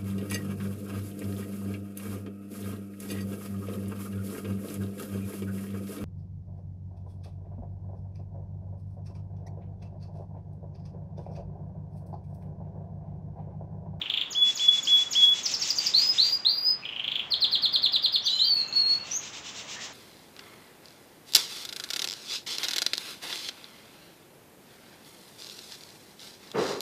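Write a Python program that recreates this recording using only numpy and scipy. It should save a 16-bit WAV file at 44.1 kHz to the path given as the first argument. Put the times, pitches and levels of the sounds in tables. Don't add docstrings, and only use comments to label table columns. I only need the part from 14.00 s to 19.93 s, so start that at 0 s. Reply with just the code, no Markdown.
import sys
import numpy as np
from scipy import signal
from scipy.fft import rfft, irfft, next_fast_len
from scipy.io import wavfile
from scipy.ndimage import map_coordinates

SR = 44100
rng = np.random.default_rng(int(sys.argv[2]) if len(sys.argv) > 2 else 0)


def digitize_waveform(pressure):
    field = np.atleast_2d(pressure).T
    bounded = np.clip(field, -1, 1)
    quanta = np.round(bounded * 32767).astype(np.int16)
    wavfile.write(sys.argv[1], SR, quanta)


N = 261513

# frequency in Hz, relative density in dB.
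AMBIENT_SPECTRUM = [(20, -33), (35, -14), (50, -11.5), (70, -5), (125, 1), (230, 0.5), (450, -2),
                    (1100, -1.5), (1600, -4.5), (3000, -5.5), (5000, -17), (7500, -25.5), (10000, -39),
                    (15500, -34)]
# delay in seconds, relative level in dB.
WALL_ECHOES = [(.0022, -12), (.0051, -13), (.0072, -12), (.0095, -18), (0.014, -19.5), (.0205, -21),
               (0.034, -15.5)]
# frequency in Hz, seconds to fall by 60 dB.
ROOM_DECAY = [(500, 0.69), (3000, 0.34), (6000, 0.33), (14000, 0.14)]
# frequency in Hz, relative level in dB.
SECOND_HARMONIC = [(5000, -44.5), (6300, -46), (7300, -30.5), (8000, -39), (8700, -38), (9800, -48.5),
                   (12000, -38.5), (13700, -19.5), (15500, -38.5)]
THIRD_HARMONIC = [(8000, -58), (10200, -48), (11500, -48), (13000, -37), (14800, -23.5), (15800, -36)]
FOURTH_HARMONIC = [(10000, -59.5), (12500, -46.5), (13500, -36.5), (14500, -35.5), (15800, -43.5)]

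# share of the length, pitch ratio, level offset in dB.
TICK_SHAPE = [(0, 1.24, -11.5), (.35, 1.09, -11), (0.698, 1.041, 0), (1, 0.75, -3)]
LEAD_IN_SHAPE = [(0, 1.01, -15), (0.299, 1, -4.5), (.55, .96, -4), (.75, .84, -6), (.88, .7, 1.5),
                 (1, 0.53, -8)]
CHIP_SHAPE = [(0, 1.4, -22), (.3, 1.28, -17), (.6, 1.16, -16), (.76, 1.09, -8), (.83, 1.02, -3.5),
              (.93, .94, -8), (1, .86, -7)]
SMOOTH_SWEEP_SHAPE = [(0, 1.27, -30.5), (.16, 1.174, -12), (0.401, 1.1, -7.5), (.56, 1.04, -1),
                      (0.701, .99, -1.5), (0.801, .93, 0), (.9, .82, 2.5), (1, .7, -10)]
STALLED_SWEEP_SHAPE = [(0, 1.26, -27), (.14, 1.18, -16), (.34, 1.07, -6.5), (.48, 1, -1), (.66, .97, -7),
                       (.79, .92, -5), (.88, .85, 2), (1, .72, -8)]

# start in seconds, relative level in dB.
RATTLE_TICKS = [(.014, -20), (.0555, -27), (.097, -19), (0.1359, -19.5), (.172, -18.5), (.2105, -19),
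                (2.851, -25.5), (2.887, -26.5), (2.9237, -29.5), (2.96, -26.5), (2.994, -23.5),
                (3.0405, -23), (3.077, -21), (3.1155, -21), (3.154, -19.5), (3.1921, -22)]
# start and length in seconds, pitch and midway sag in Hz,
# relative levels of the whistle and of its lead-in in dB.
WHISTLE_NOTES = [(0.349, 0.17, 3408, 6, -21, -34), (0.594, 0.21, 3428, 33, -21.5, -30.5),
                 (.872, 0.17, 3415, 41, -18, -33), (1.152, 0.2, 3399, 45.6, -17.6, -28)]
RASP_PULSE_TIMES = [
    [0.49, .625, 0.76, .891, 1.00, 1.157, 1.231, 1.374, 1.498, 1.664, 1.852, 2.024, 2.164, 2.271],
    [4.602, 4.77, 4.916, 5.098, 5.254, 5.362, 5.478, 5.585, 5.72, 5.837],
]
# time in seconds, relative level in dB.
RASP_SWELL = [(.49, -38), (1.37, -37.5), (1.67, -34), (2.27, -38), (4.6, -53), (4.92, -48.5), (5.1, -44.5),
              (5.36, -43), (5.72, -39.5)]
# frequency in Hz, relative density in dB.
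THROAT_SPECTRUM = [(900, -31.5), (1500, -17), (1950, -4), (2450, 0), (2750, 2), (3100, 2), (3600, 0.5),
                   (4400, -10.5), (6000, -27.5), (9000, -63.5)]
HISS_SPECTRUM = [(2000, -40.5), (3500, -2), (4500, -5), (5200, -1.5), (6100, -1.5), (7350, -4), (8000, -15),
                 (9200, -28), (10300, -36), (12500, -34), (14400, -29.5), (15800, -36)]
# start, length and climb time in seconds, pitch at foot, knee and end in Hz,
# relative levels of climb and hold in dB, last pitch step in Hz, seconds left after that step.
SLUR_NOTES = [(1.937, 0.18, .085, 4060, 4968, 5090, -17.3, -25.5, 0, 0),
              (2.179, 0.18, 0.061, 3690, 4667, 4895, -18, -24, 0, 0),
              (2.449, .276, .060, 3790, 4723, 4860, -18, -27, 160, 0.072),
              (4.389, .234, 0.071, 3680, 4790, 4274, -20.5, -24.5, -150, 0.015)]
# start and
# length in seconds, first and last pitch in Hz, first and last relative level in dB, roughness 0-1.
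SIDE_GLIDES = [(2.680, .024, 4250, 4300, -34.5, -43, .3), (4.220, 0.049, 5330, 6290, -48, -37, .9),
               (4.240, 0.038, 3100, 3700, -40.5, -26, .8), (4.270, .225, 2950, 3194, -44, -38.5, 0.42),
               (4.285, .087, 3840, 4140, -30, -27.5, 0.2), (4.290, .130, 5020, 5170, -47.5, -53.5, 1),
               (4.300, .128, 6950, 7060, -50.5, -50.5, 0.5), (4.675, .026, 6720, 6560, -49, -42.5, .9),
               (5.110, .069, 5830, 6580, -33, -31.5, .8)]
DISTANT_CALLS = [(2.822, 0.021, 2685, 2670, -45, -42, 0.9), (4.555, .55, 2650, 2740, -53, -58.5, .5),
                 (5.760, .040, 1843, 1965, -48, -53.5, 0.97)]
# start and length in seconds, relative level in dB, midway stall 0-1.
SWEEP_NOTES = [(3.303, .042, -21, .7), (3.404, .048, -20, .8), (3.510, .050, -20.5, 1),
               (3.617, .048, -20, .7), (3.723, .044, -20.5, .5), (3.819, .049, -19, 1),
               (3.92, .048, -19, .9), (4.021, .045, -21, 0), (4.122, .045, -19, .1),
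               (4.248, 0.04, -22.5, .2)]
# time in seconds, pitch in Hz, relative level in dB.
CLOSING_CONTOUR = [(4.726, 4200, -23.5), (4.744, 4420, -34.5), (4.766, 4369, -18), (4.836, 4279, -28),
                   (4.918, 4355, -20.5), (4.966, 4416, -34.5), (4.978, 4384, -30.5), (5.005, 4440, -46)]


def amp(db):
    return 10 ** (np.asarray(db) / 20)


def along(points, hz):
    frequencies, values = np.transpose(points)
    return np.interp(np.log(hz + 1), np.log(frequencies), values)


def wobble(rate, n):
    knots = rng.standard_normal(int(n * rate / SR) + 4)
    return map_coordinates(knots, [np.arange(n) * rate / SR])


def filtered(x, response):
    size = next_fast_len(N + SR // 2)
    return irfft(rfft(x, size) * response(np.fft.rfftfreq(size, 1 / SR)), size)[:N]


def noise(spectrum):
    x = filtered(rng.standard_normal(N), lambda hz: amp(along(spectrum, hz)))
    return x / np.sqrt(np.mean(x ** 2) + 1e-20)


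def add(track, start, x):
    i = max(0, round(start * SR))
    track[i:i + len(x)] += x[:max(0, N - i)]


def ambience(level_db=-47.5, drift_db=0.9):
    return amp(level_db + drift_db * wobble(2.243, N)) * noise(AMBIENT_SPECTRUM)


def syrinx(contour, waver, rough, overtone_db, fade_s=0.00096):
    times, pitch, level = np.transpose(contour)
    t = np.arange(times[0], max(times[-1], times[0] + fade_s), 1 / SR)
    unsteady = 1 + waver * wobble(140, len(t)) + .03 * rough * wobble(800, len(t))
    hz = np.interp(t, times, pitch) * unsteady
    phase = 2 * np.pi * np.cumsum(hz) / SR
    overtones = sum(amp(along(colour, k * hz)) * np.sin(k * phase) * (k * hz < SR / 2)
                    for k, colour in enumerate([SECOND_HARMONIC, THIRD_HARMONIC, FOURTH_HARMONIC], 2))
    from_edge = np.minimum(t - t[0], t[-1] - t)
    gate = np.sin(np.pi / 2 * np.clip(from_edge / fade_s, 0, 1)) ** 2
    flutter_db = 5 * np.tanh(rough * wobble(500, len(t)))
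    strength = amp(np.interp(t, times, level) + flutter_db)
    return np.sqrt(2) * strength * gate * (np.sin(phase) + amp(overtone_db) * overtones)


def phrase(contours, waver, rough, overtone_db):
    track = np.zeros(N)
    for contour in contours:
        add(track, contour[0][0], syrinx(contour, waver, rough, overtone_db))
    return track


def trill(syllables, shape, waver, rough, overtone_db):
    contours = [np.array(shape) * [length, hz, 1] + [start, 0, db]
                for start, length, hz, db in syllables]
    return phrase(contours, waver, rough, overtone_db)


def ticks(length_s=.006, centre_hz=3163, hz_per_db=42):
    mean_db = np.mean([db for _, db in RATTLE_TICKS])
    syllables = [(start, length_s, centre_hz + hz_per_db * (db - mean_db), db)
                 for start, db in RATTLE_TICKS]
    return trill(syllables, TICK_SHAPE, waver=.015, rough=.3, overtone_db=4.5)


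def room(x, walls_db, tail_db, build_s=0.0017):
    hz, t, spectra = signal.stft(rng.standard_normal(SR * 3 // 4), SR, nperseg=256)
    decay = amp(-60 * t / along(ROOM_DECAY, hz)[:, None])
    build_up = 1 - np.exp(-t / build_s)
    tail = signal.istft(spectra * decay * build_up, SR, nperseg=256)[1]
    response = amp(tail_db) * tail / np.linalg.norm(tail)
    response[0] += 1
    for delay, db in WALL_ECHOES:
        response[round(delay * SR)] += amp(db + walls_db)
    return signal.fftconvolve(x, response)[:N]


def lead_ins(ahead_s=.045, length_s=.031, pitch_hz=6860):
    syllables = [(start - ahead_s, length_s, pitch_hz, db) for start, *_, db in WHISTLE_NOTES]
    return trill(syllables, LEAD_IN_SHAPE, waver=0.008, rough=0.44, overtone_db=3.5)


def held_contour(start, t, hz, db, scoop_share=.15, scoop_s=.005, release_s=.015, release_db=11.5):
    scoop = 1 - scoop_share * np.exp(-t / scoop_s)
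    fade_db = release_db * np.clip(1 - (t[-1] - t) / release_s, 0, 1)
    return np.column_stack([start + t, hz * scoop, db - fade_db])


def whistles(arch_db=7.5, shimmer_db=1.9, catch_at_s=.69, catch_s=.0083, catch_db=9):
    contours = []
    for start, length, hz, sag_hz, db, _ in WHISTLE_NOTES:
        t = np.arange(0, length, 1 / SR)
        slack = (2 * t / length - 1) ** 2
        from_catch = (start + t - catch_at_s) / catch_s
        catch = (1 - from_catch ** 2) * np.exp(-from_catch ** 2 / 2)
        level = db - arch_db * slack + catch_db * catch + shimmer_db * wobble(51, len(t))
        contours.append(held_contour(start, t, hz - sag_hz * (1 - slack) ** 2, level))
    return phrase(contours, waver=0.0013, rough=0.014, overtone_db=-2.5)


def rasp_power(duty=0.52):
    t = np.arange(N) / SR
    pulses = sum(np.exp(-np.abs(2 * (t - centre) / (duty * gap)) ** 3)
                 for bout in RASP_PULSE_TIMES for centre, gap in zip(bout, np.gradient(bout)))
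    swell_db = np.interp(t, *np.transpose(RASP_SWELL))
    return pulses * amp(swell_db) ** 2


def lingering(power, decay_s, tail_db):
    keep = np.exp(-1 / (decay_s * SR))
    tail = signal.lfilter([1 - keep], [1, -keep], power)
    return np.sqrt(power + amp(tail_db) ** 2 * tail)


def rasp(throat_db=-6, hiss_db=-2, dulling=0.67, grain_db=0.7):
    power = rasp_power()
    low = lingering(power, decay_s=0.015, tail_db=-7.5)
    low = low.max() * (low / low.max()) ** dulling
    throat = amp(throat_db) * low * noise(THROAT_SPECTRUM)
    hiss = amp(hiss_db) * lingering(power, decay_s=0.038, tail_db=-2) * noise(HISS_SPECTRUM)
    return (throat + hiss) * amp(grain_db * wobble(250, N))


def chips(start_s=1.43, period_s=.0812, length_s=.039, pitch_hz=4980, count=6):
    levels_db = np.linspace(-20, -17.5, count)
    syllables = [(start_s + k * period_s, length_s, pitch_hz, db) for k, db in enumerate(levels_db)]
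    return trill(syllables, CHIP_SHAPE, waver=0.018, rough=.85, overtone_db=3)


def slurs(attack_s=.015, attack_db=11, knee_dip_db=4, settle_s=.06, step_s=.006):
    contours = []
    for start, length, climb, foot_hz, knee_hz, end_hz, climb_db, hold_db, step_hz, after in SLUR_NOTES:
        t = np.arange(0, length, 1 / SR)
        rise = np.minimum(t / climb, 1)
        settled = 1 - np.exp(-np.maximum(t - climb, 0) / settle_s)
        uneven = 1 + .012 * np.sin(np.pi * rise) * wobble(90, len(t))
        hz = (foot_hz + (knee_hz - foot_hz) * rise + (end_hz - knee_hz) * settled) * uneven
        hz += step_hz * (1 + np.tanh((t - length + after) / step_s)) / 2
        level = np.interp(t, [0, attack_s, attack_s + climb, climb + settle_s],
                          [climb_db - attack_db, climb_db, hold_db - knee_dip_db, hold_db])
        contours.append(held_contour(start, t, hz, level))
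    return phrase(contours, waver=0.0026, rough=.036, overtone_db=-0.5)


def back_wall(x, delay_s=.00218, echo_db=-9.5):
    track = x.copy()
    add(track, delay_s, amp(echo_db) * x)
    return track


def glides(rows, waver, overtone_db):
    track = np.zeros(N)
    for start, length, first_hz, last_hz, first_db, last_db, rough in rows:
        contour = [(start, first_hz, first_db), (start + length, last_hz, last_db)]
        add(track, start, syrinx(contour, waver * rough, rough, overtone_db, fade_s=.004))
    return track


def distant_calls(gain_db=-4):
    calls = glides(DISTANT_CALLS, waver=0.044, overtone_db=-6)
    return amp(gain_db) * room(calls, walls_db=-5, tail_db=5.5)


def sweeps(midway_hz=4179, scatter=.012):
    track = np.zeros(N)
    for start, length, db, stall in SWEEP_NOTES:
        shape = (1 - stall) * np.array(SMOOTH_SWEEP_SHAPE) + stall * np.array(STALLED_SWEEP_SHAPE)
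        hz = midway_hz * (1 + scatter * rng.standard_normal())
        track += trill([(start, length, hz, db)], shape, waver=.013, rough=.45, overtone_db=2)
    return track


def closing_note(gain_db=-2.5):
    return amp(gain_db) * phrase([CLOSING_CONTOUR], waver=0.0017, rough=.03, overtone_db=-2.5)


def scene():
    song = room(ticks(), walls_db=-1, tail_db=-2.5)
    song += room(sweeps(), walls_db=-2, tail_db=-5)
    high_notes = lead_ins() + chips() + glides(SIDE_GLIDES, waver=0.0091, overtone_db=4)
    song += room(high_notes, walls_db=-2.5, tail_db=-3.5)
    song += room(whistles(), walls_db=-21.5, tail_db=-10.5)
    song += room(back_wall(slurs()) + closing_note(), walls_db=-3.5, tail_db=-4.5)
    return (song + distant_calls() + rasp() + ambience())[None]


def record(dry):
    top_hz = 15850
    return np.array([filtered(channel, lambda hz: hz < top_hz) for channel in dry])


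dry = scene()
out = record(dry)
digitize_waveform(out)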